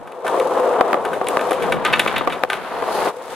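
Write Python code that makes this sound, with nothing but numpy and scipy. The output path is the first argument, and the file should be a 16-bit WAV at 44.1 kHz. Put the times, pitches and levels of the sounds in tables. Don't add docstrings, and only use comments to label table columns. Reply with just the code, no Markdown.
import sys
import numpy as np
from scipy import signal
from scipy.fft import rfft, irfft
from scipy.io import wavfile

SR = 44100
rng = np.random.default_rng(int(sys.argv[2]) if len(sys.argv) > 2 else 0)


def persist_wave(psi):
    counts = np.round(np.clip(psi, -1, 1) * 32767).astype(np.int16)
    wavfile.write(sys.argv[1], SR, np.atleast_2d(counts).T)


N = 147735

# time in seconds, relative levels of roar and of hiss in dB.
NEAR_ROLLING = [(0, -36, -63.5), (.242, -31.5, -60.5), (.248, -18.5, -46.5), (.37, -18, -45.5),
                (.49, -22, -47.5), (.56, -17, -46.5), (.69, -18, -46.5), (.8, -15.5, -50.5),
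                (.86, -14.5, -46), (.93, -18.5, -47.5), (.99, -23, -55), (1.14, -21.5, -51),
                (1.25, -25.5, -52), (1.31, -19.5, -44), (1.45, -20, -44.5), (1.58, -24, -48.5),
                (1.65, -22, -47), (1.71, -20.5, -46.5), (1.8, -23.5, -56), (2.02, -28.5, -44),
                (2.25, -27.5, -54), (2.48, -30.5, -53.5), (2.55, -24, -44), (2.61, -31.5, -60),
                (2.77, -24.5, -55), (2.95, -20, -46), (3.08, -18, -40), (3.106, -19, -47),
                (3.116, -35.5, -56), (3.22, -33, -53), (3.35, -33.5, -45)]


def amp(db):
    return 10 ** (np.asarray(db) / 20)


def unit(x):
    return x / np.sqrt(np.mean(x ** 2) + 1e-20)


def knock_energy(sound):
    return sound / np.linalg.norm(sound, axis=1, keepdims=True) * np.sqrt(SR / 100)


def at_pitch(table, hz):
    row_hz, values = np.transpose(table)
    return np.interp(np.log(hz + 1), np.log(row_hz + 1), values)


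def level(table, column=1):
    columns = np.transpose(table)
    return amp(np.interp(np.arange(N) / SR, columns[0], columns[column]))


def add(mix, start_s, sound):
    part = mix[:, max(round(start_s * SR), 0):][:, :sound.shape[-1]]
    part += sound[..., :part.shape[-1]]


def width(x, side_db):
    return x * amp([[0], [side_db]])


def body(tone):
    log_gain = np.log(amp(at_pitch(tone, abs(np.fft.fftfreq(2048, 1 / SR)))))
    spectrum = np.exp(np.conj(signal.hilbert(log_gain)))
    response = np.fft.ifft(spectrum).real
    return response / np.linalg.norm(response)


def through(x, response):
    return signal.fftconvolve(x, np.atleast_2d(response), axes=1)[:, :N]


def wander(rate_hz):
    ratio = np.fft.rfftfreq(N, 1 / SR) / rate_hz
    noise_spectrum = rfft(rng.standard_normal(N))
    return unit(irfft(noise_spectrum * ratio / (1 + ratio ** 4), N))


def rolling(tone, grains_per_s, spread_db, grain_share, lump_hz, lump_db):
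    hits = rng.random(N) < grains_per_s / SR
    sizes = amp(spread_db * np.minimum(rng.exponential(1, N), 4))
    grains = unit(hits * sizes * rng.choice([-1., 1.], (2, N)))
    roughness = unit(rng.standard_normal((2, N)))
    force = np.sqrt(grain_share) * grains + np.sqrt(1 - grain_share) * roughness
    lumps = amp(lump_db * wander(lump_hz))
    return unit(through(force * lumps, body(tone)))


def blow(response, rise_s, fade_s):
    t = np.arange(4096) / SR
    envelope = (1 - np.exp(-t / rise_s)) ** 2 * np.exp(-t / fade_s)
    force = rng.standard_normal((2, len(t))) * envelope
    for _ in range(3):
        flat_spectrum = np.exp(1j * np.angle(rfft(force)))
        force = irfft(flat_spectrum) * np.sqrt(envelope)
    return knock_energy(through(force, response))


def ring(notes, centre_hz, focus_db_per_octave=9, rise_s=0.00078):
    t = np.arange(SR // 5) / SR
    sound = np.zeros((2, len(t)))
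    for hz, db, fall_s in notes:
        start_db = db - focus_db_per_octave * abs(np.log2(hz / centre_hz))
        wave = np.sin(2 * np.pi * (hz * t + rng.random((2, 1))))
        sound += amp(start_db - 60 * t / fall_s) * wave
    return knock_energy(sound * (1 - np.exp(-t / rise_s)))


def yard_echo(x):
    # frequency in Hz, seconds for the echo to fall by 60 dB.
    fall_times = [(200, 0.9), (1000, 0.12), (3000, 0.15), (10000, 0.18)]
    n = SR // 2
    echoes = rng.standard_normal((2, n)) * (rng.random((2, n)) < .08)
    echoes *= np.arange(n) > .006 * SR
    hz, t, bands = signal.stft(echoes, SR, nperseg=256)
    fade = amp(-60 * t / at_pitch(fall_times, hz)[:, None])
    tail = signal.istft(bands * fade, SR)[1]
    return through(x, tail / np.linalg.norm(tail[0]))


def camera_jolts():
    # start in seconds, level in dB.
    bumps = [(.685, -41), (0.811, -42), (1.371, -47), (2.434, -44)]
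    # frequency in Hz, strength in dB.
    tone = [(20, -7), (60, 2), (110, 0), (200, -20), (600, -50), (2000, -80)]
    out, camera = np.zeros((2, N)), body(tone)
    for start_s, db in bumps:
        add(out, start_s, amp(db) * blow(camera, rise_s=0.0015, fade_s=0.0081))
    return out


def low_drumming():
    # time in seconds, level in dB.
    loudness = [(0, -46), (.23, -58.5), (.3, -55), (.8, -46), (1.15, -42.5), (1.55, -45), (1.67, -29.5),
                (1.85, -35), (2.15, -33.5), (2.5, -45.5), (3.06, -41), (3.13, -60), (3.35, -70)]
    # frequency in Hz, strength in dB.
    tone = [(25, -13), (70, -14.5), (110, -7.5), (165, -4), (240, -3), (350, -5), (700, -59), (2000, -42),
            (6000, -92)]
    boom = rolling(tone, grains_per_s=100, spread_db=1, grain_share=.2, lump_hz=8.4, lump_db=1.8)
    return width(boom * level(loudness), side_db=7.5)


def deck_hum():
    # time in seconds, relative level in dB.
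    loudness = [(0, -53), (.24, -27.5), (.28, -30), (.4, -17.5), (.49, -24.5), (.57, -22.5), (.69, -15.5),
                (.8, -22), (1.0, -27), (1.3, -25.5), (1.55, -23.5), (1.75, -25), (1.9, -32.5), (2.7, -45),
                (3.05, -33.5), (3.35, -38.5)]
    # frequency in Hz, strength in dB.
    tone = [(200, -49.5), (370, -17), (445, -10), (500, 2.5), (545, -3.5), (640, -28.5), (1200, -48.5),
            (5000, -98)]
    hum = rolling(tone, grains_per_s=590, spread_db=-1, grain_share=0.35, lump_hz=4, lump_db=-0.5)
    return width(amp(-1) * hum * level(loudness), side_db=-12)


def grit_hiss():
    # frequency in Hz, strength in dB.
    tone = [(500, 14.5), (1500, 4), (3800, 6.5), (4700, 2.5), (7000, 1), (9000, .5), (11500, -1),
            (13000, -7.5), (16000, -11.5)]
    hiss = rolling(tone, grains_per_s=700, spread_db=5, grain_share=0.28, lump_hz=45, lump_db=1.4)
    return amp(7.5) * hiss * level(NEAR_ROLLING, column=2)


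def slowing_swish():
    # time in seconds, level in dB.
    loudness = [(2.4, -82), (2.6, -50), (2.82, -47.5), (2.95, -36), (3.09, -41.5), (3.12, -73)]
    # frequency in Hz, strength in dB.
    tone = [(1500, -21), (3500, 2), (4300, 9), (5200, 2), (8000, -4.5), (11300, 1.5), (13000, -8),
            (16000, -13)]
    swish = rolling(tone, grains_per_s=1200, spread_db=0, grain_share=0.18, lump_hz=40, lump_db=-0.9)
    return swish * level(loudness)


def grit_ticks():
    # start in seconds, level in dB, pitch in Hz.
    ticks = [(1.2853, -25.5, 9250), (1.296, -42, 12500), (1.51, -36, 9800), (1.85, -36, 7260),
             (1.876, -42, 10200), (2.182, -34, 11400)]
    out = np.zeros((2, N))
    for start_s, db, hz in ticks:
        tone = [(hz / 4, -50), (hz / 1.5, -31), (hz / 1.15, 0), (hz * 1.15, 0), (hz * 1.5, -31)]
        add(out, start_s, amp(db) * blow(body(tone), rise_s=0.00017, fade_s=0.0013))
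    return out


def wheel_roar():
    # frequency in Hz, strength in dB.
    tone = [(40, -37.5), (100, -36), (200, -19.5), (300, -13), (400, -4), (480, -4.5), (580, -6.5),
            (680, -1), (770, -5.5), (870, -3.5), (1150, -8), (1500, -18.5), (2200, -27.5), (3700, -36),
            (4500, -53), (16000, -72)]
    roar = rolling(tone, grains_per_s=700, spread_db=1, grain_share=0.45, lump_hz=22.2, lump_db=1.37)
    return amp(-1.5) * roar * level(NEAR_ROLLING)


def crack_thumps(rise_s=0.00079):
    # start in seconds, level in dB, relative edge level in dB, fade in seconds,
    # relative ring level in dB, ring centre in Hz.
    cracks = [(0.8088, -10.5, -8, 0.0055, 2, 770), (0.93, -15, -4.5, 0.0027, -5, 1190),
              (0.942, -14.5, -12, 0.0027, -0.5, 890), (1.213, -19.5, -14.5, 0.0019, 0.5, 950),
              (1.3703, -15, -6, 0.0012, -6.5, 1200), (1.5092, -18.5, -15, 0.0017, -3, 764),
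              (1.518, -19, -9, 0.0021, -1, 774), (2.061, -18, -7, 0.0027, -9, 920),
              (2.209, -19, -24, 0.0047, -0.5, 1190), (2.2731, -14.5, -7.5, 0.0085, 2, 920),
              (2.435, -16.5, 1.5, 0.0046, 2.5, 580), (2.448, -22.5, -8, 0.0024, -28, 900),
              (2.823, -26.5, -6, 0.0017, 5.5, 905), (2.99, -46, -26, 0.0011, -14, 900)]
    # frequency in Hz, strength in dB.
    knock_tone = [(25, -19), (100, -25), (220, -9.5), (400, 1), (700, 1.5), (1200, -1.5), (1700, -19),
                  (3000, -28), (5000, -44), (16000, -80)]
    edge_tone = [(200, -19), (900, -3.5), (1500, 4), (2400, -4), (3500, -13.5), (5000, -20.5),
                 (8000, -28.5), (12000, -28.5), (16000, -30)]
    # pitch in Hz, strength in dB, seconds to fall by 60 dB.
    deck_notes = [(491, 2.5, 0.079), (744, -1, 0.083), (948, -26.5, 0.022), (1182, 0.5, 0.049),
                  (2020, -2, 0.024)]
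    out, dull, bright = np.zeros((2, N)), body(knock_tone), body(edge_tone)
    for start_s, db, edge_db, fade_s, ring_db, centre_hz in cracks:
        add(out, start_s, amp(db) * blow(dull, rise_s, fade_s))
        add(out, start_s, amp(db + edge_db) * blow(bright, rise_s, 0.42 * fade_s))
        add(out, start_s, amp(db + ring_db) * ring(deck_notes, centre_hz))
    return width(out, side_db=2.5)


def skater_rasp():
    # time in seconds, level in dB.
    loudness = [(0, -52), (.3, -63), (1.2, -42), (1.6, -31.5), (1.64, -26), (1.7, -35.5), (1.82, -33.5),
                (1.88, -26), (2.17, -26), (2.27, -33.5), (2.34, -28), (2.39, -37.5), (2.49, -38),
                (2.52, -22.5), (2.6, -33), (2.85, -33), (3.08, -25.5), (3.12, -46), (3.35, -37)]
    # frequency in Hz, strength in dB.
    tone = [(100, -15), (400, -3.5), (900, 5), (1500, 4), (2300, -4), (3600, -9.5), (4800, -21),
            (8000, -37), (16000, -36)]
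    rasp = rolling(tone, grains_per_s=600, spread_db=4.5, grain_share=0.26, lump_hz=40, lump_db=1.4)
    return rasp * level(loudness)


def skater_clacks():
    # start in seconds, level in dB, relative click level in dB, fade in seconds,
    # relative ring level in dB, ring centre in Hz.
    strikes = [(0.073, -47, -5, 0.011, 8.5, 1600), (0.12, -45.5, -6.5, 0.0035, 2.5, 2280),
               (0.265, -31, -10, 0.011, 6.5, 1750), (0.278, -33, -2, .006, 10, 1700),
               (0.398, -28.5, -7.5, 0.0033, -5, 2300), (1.05, -31.5, -5.5, 0.011, 7, 1540),
               (1.131, -34, -5, 0.031, 10, 1550), (1.268, -26, -13, 0.0045, -8, 3500),
               (1.285, -27.5, -4, 0.0048, -14, 2580), (1.392, -35.5, -6, 0.0033, 13, 1730),
               (1.41, -32, -7, 0.0033, 0, 2280), (1.508, -34.5, 1, 0.013, 4, 3300),
               (1.529, -28.5, -5.5, 0.0081, -21, 3500), (1.622, -30.5, -5, 0.024, 4, 2300),
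               (1.7217, -20.5, -11, 0.0054, 4, 2300), (1.8488, -16, -14.5, 0.0091, -3, 1220),
               (1.859, -18, -31, 0.014, 0, 1220), (1.926, -24, -13, 0.0084, -3, 2300),
               (1.932, -15, -19.5, 0.0072, -1.5, 2470), (1.937, -17.5, -30, 0.0031, 4, 2540),
               (1.994, -12.5, -9.5, 0.01, -0.5, 2860), (2.075, -19.5, -17, 0.0091, -1, 2500),
               (2.16, -18.5, -26, 0.012, -5, 2400), (2.178, -22.5, -17, 0.014, -2, 3550),
               (2.296, -28, -16, 0.016, -10, 2300), (2.322, -30, -9, 0.025, 4.5, 2970),
               (2.4996, -16, -16, 0.0023, 1, 1550), (2.505, -23.5, -12, 0.0046, -7, 1600),
               (2.5304, -19, -14, .002, 0, 1610), (2.538, -30, -8, .005, -7, 1600)]
    # frequency in Hz, strength in dB.
    wood_tone = [(100, -51), (400, -3.5), (900, -2), (1500, -11.5), (2000, 0), (2600, -2), (3200, -4.5),
                 (3800, -7), (4900, -22), (8000, -28), (16000, -71)]
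    metal_tone = [(2000, -2), (4500, -2.5), (6500, 0), (8000, -1.5), (11000, 4), (13000, -4.5),
                  (16000, -25)]
    # pitch in Hz, strength in dB, seconds to fall by 60 dB.
    board_notes = [(1224, -2.5, 0.12), (1461, -5, 0.064), (1536, 4.5, 0.035), (1770, -5, 0.068),
                   (2282, -2, 0.042), (2580, 0, 0.027), (2812, -8, 0.034), (2920, -11.5, 0.082),
                   (3420, -11, 0.09), (3675, -5, 0.042), (3864, -19, 0.16), (4470, -13, .045)]
    out, wood, metal = np.zeros((2, N)), body(wood_tone), body(metal_tone)
    for start_s, db, click_db, fade_s, ring_db, centre_hz in strikes:
        add(out, start_s, amp(db) * blow(wood, rise_s=0.0015, fade_s=fade_s))
        add(out, start_s, amp(db + click_db) * blow(metal, rise_s=0.00018, fade_s=1.15 * fade_s))
        add(out, start_s, amp(db + ring_db) * ring(board_notes, centre_hz))
    return width(out, side_db=-9)


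def microphones(x, left_lead_s=.00001):
    # frequency in Hz, how alike left and right are (1 is the same, -1 or less is opposite).
    likeness = [(50, -1.5), (110, -.65), (170, 0.49), (270, 0.8), (450, 1), (750, 0.8), (1250, 0.86),
                (2200, 0.6), (3400, 0.67), (5500, -0.25), (9000, 0.63), (15000, -0.5)]
    # frequency in Hz, how much louder the left is in dB.
    left_boost = [(60, 1.5), (180, -0.8), (400, 4), (800, 2.5), (1400, 2.1), (2500, 0.4), (4400, 2),
                  (8000, 2), (15000, 4)]
    hz = np.fft.rfftfreq(N, 1 / SR)
    alike = np.clip(at_pitch(likeness, hz), -.99, .99)
    lean = amp(at_pitch(left_boost, hz) / 2) * np.exp(1j * np.pi * hz * left_lead_s)
    centre = rfft(x[0]) * np.sqrt((1 + alike) / 2)
    side = rfft(x[1]) * np.sqrt((1 - alike) / 2)
    return irfft(np.array([(centre + side) * lean, (centre - side) / lean]), N)


def scene():
    thumps, clacks = crack_thumps(), skater_clacks()
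    wheels = wheel_roar() + deck_hum() + grit_hiss() + slowing_swish() + skater_rasp() + low_drumming()
    small_knocks = grit_ticks() + camera_jolts()
    echo = yard_echo(amp(-19) * thumps + amp(-9) * clacks)
    return microphones(wheels + small_knocks + thumps + clacks + echo)


def record(dry):
    limit_db, recover_db_per_s, smooth_s = -2, 43.5, 0.009
    overload_bias, cut_hz = 0.1, 15950
    peak_db = 20 * np.log10(abs(dry).max(0) + 1e-9)
    recovery_db = np.arange(N) * recover_db_per_s / SR
    held_db = np.maximum.accumulate(peak_db + recovery_db) - recovery_db
    over_db = np.maximum(held_db - limit_db, 0)
    lag = np.exp(-1 / (smooth_s * SR))
    limited = dry / amp(signal.lfilter([1 - lag], [1, -lag], over_db))
    squashed = limited / (1 + (limited - overload_bias) ** 6) ** (1 / 6)
    low_pass = signal.firwin(511, cut_hz, window=("kaiser", 9), fs=SR)
    return signal.oaconvolve(squashed, low_pass[None], "same")


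dry = scene()
out = record(dry)
persist_wave(out)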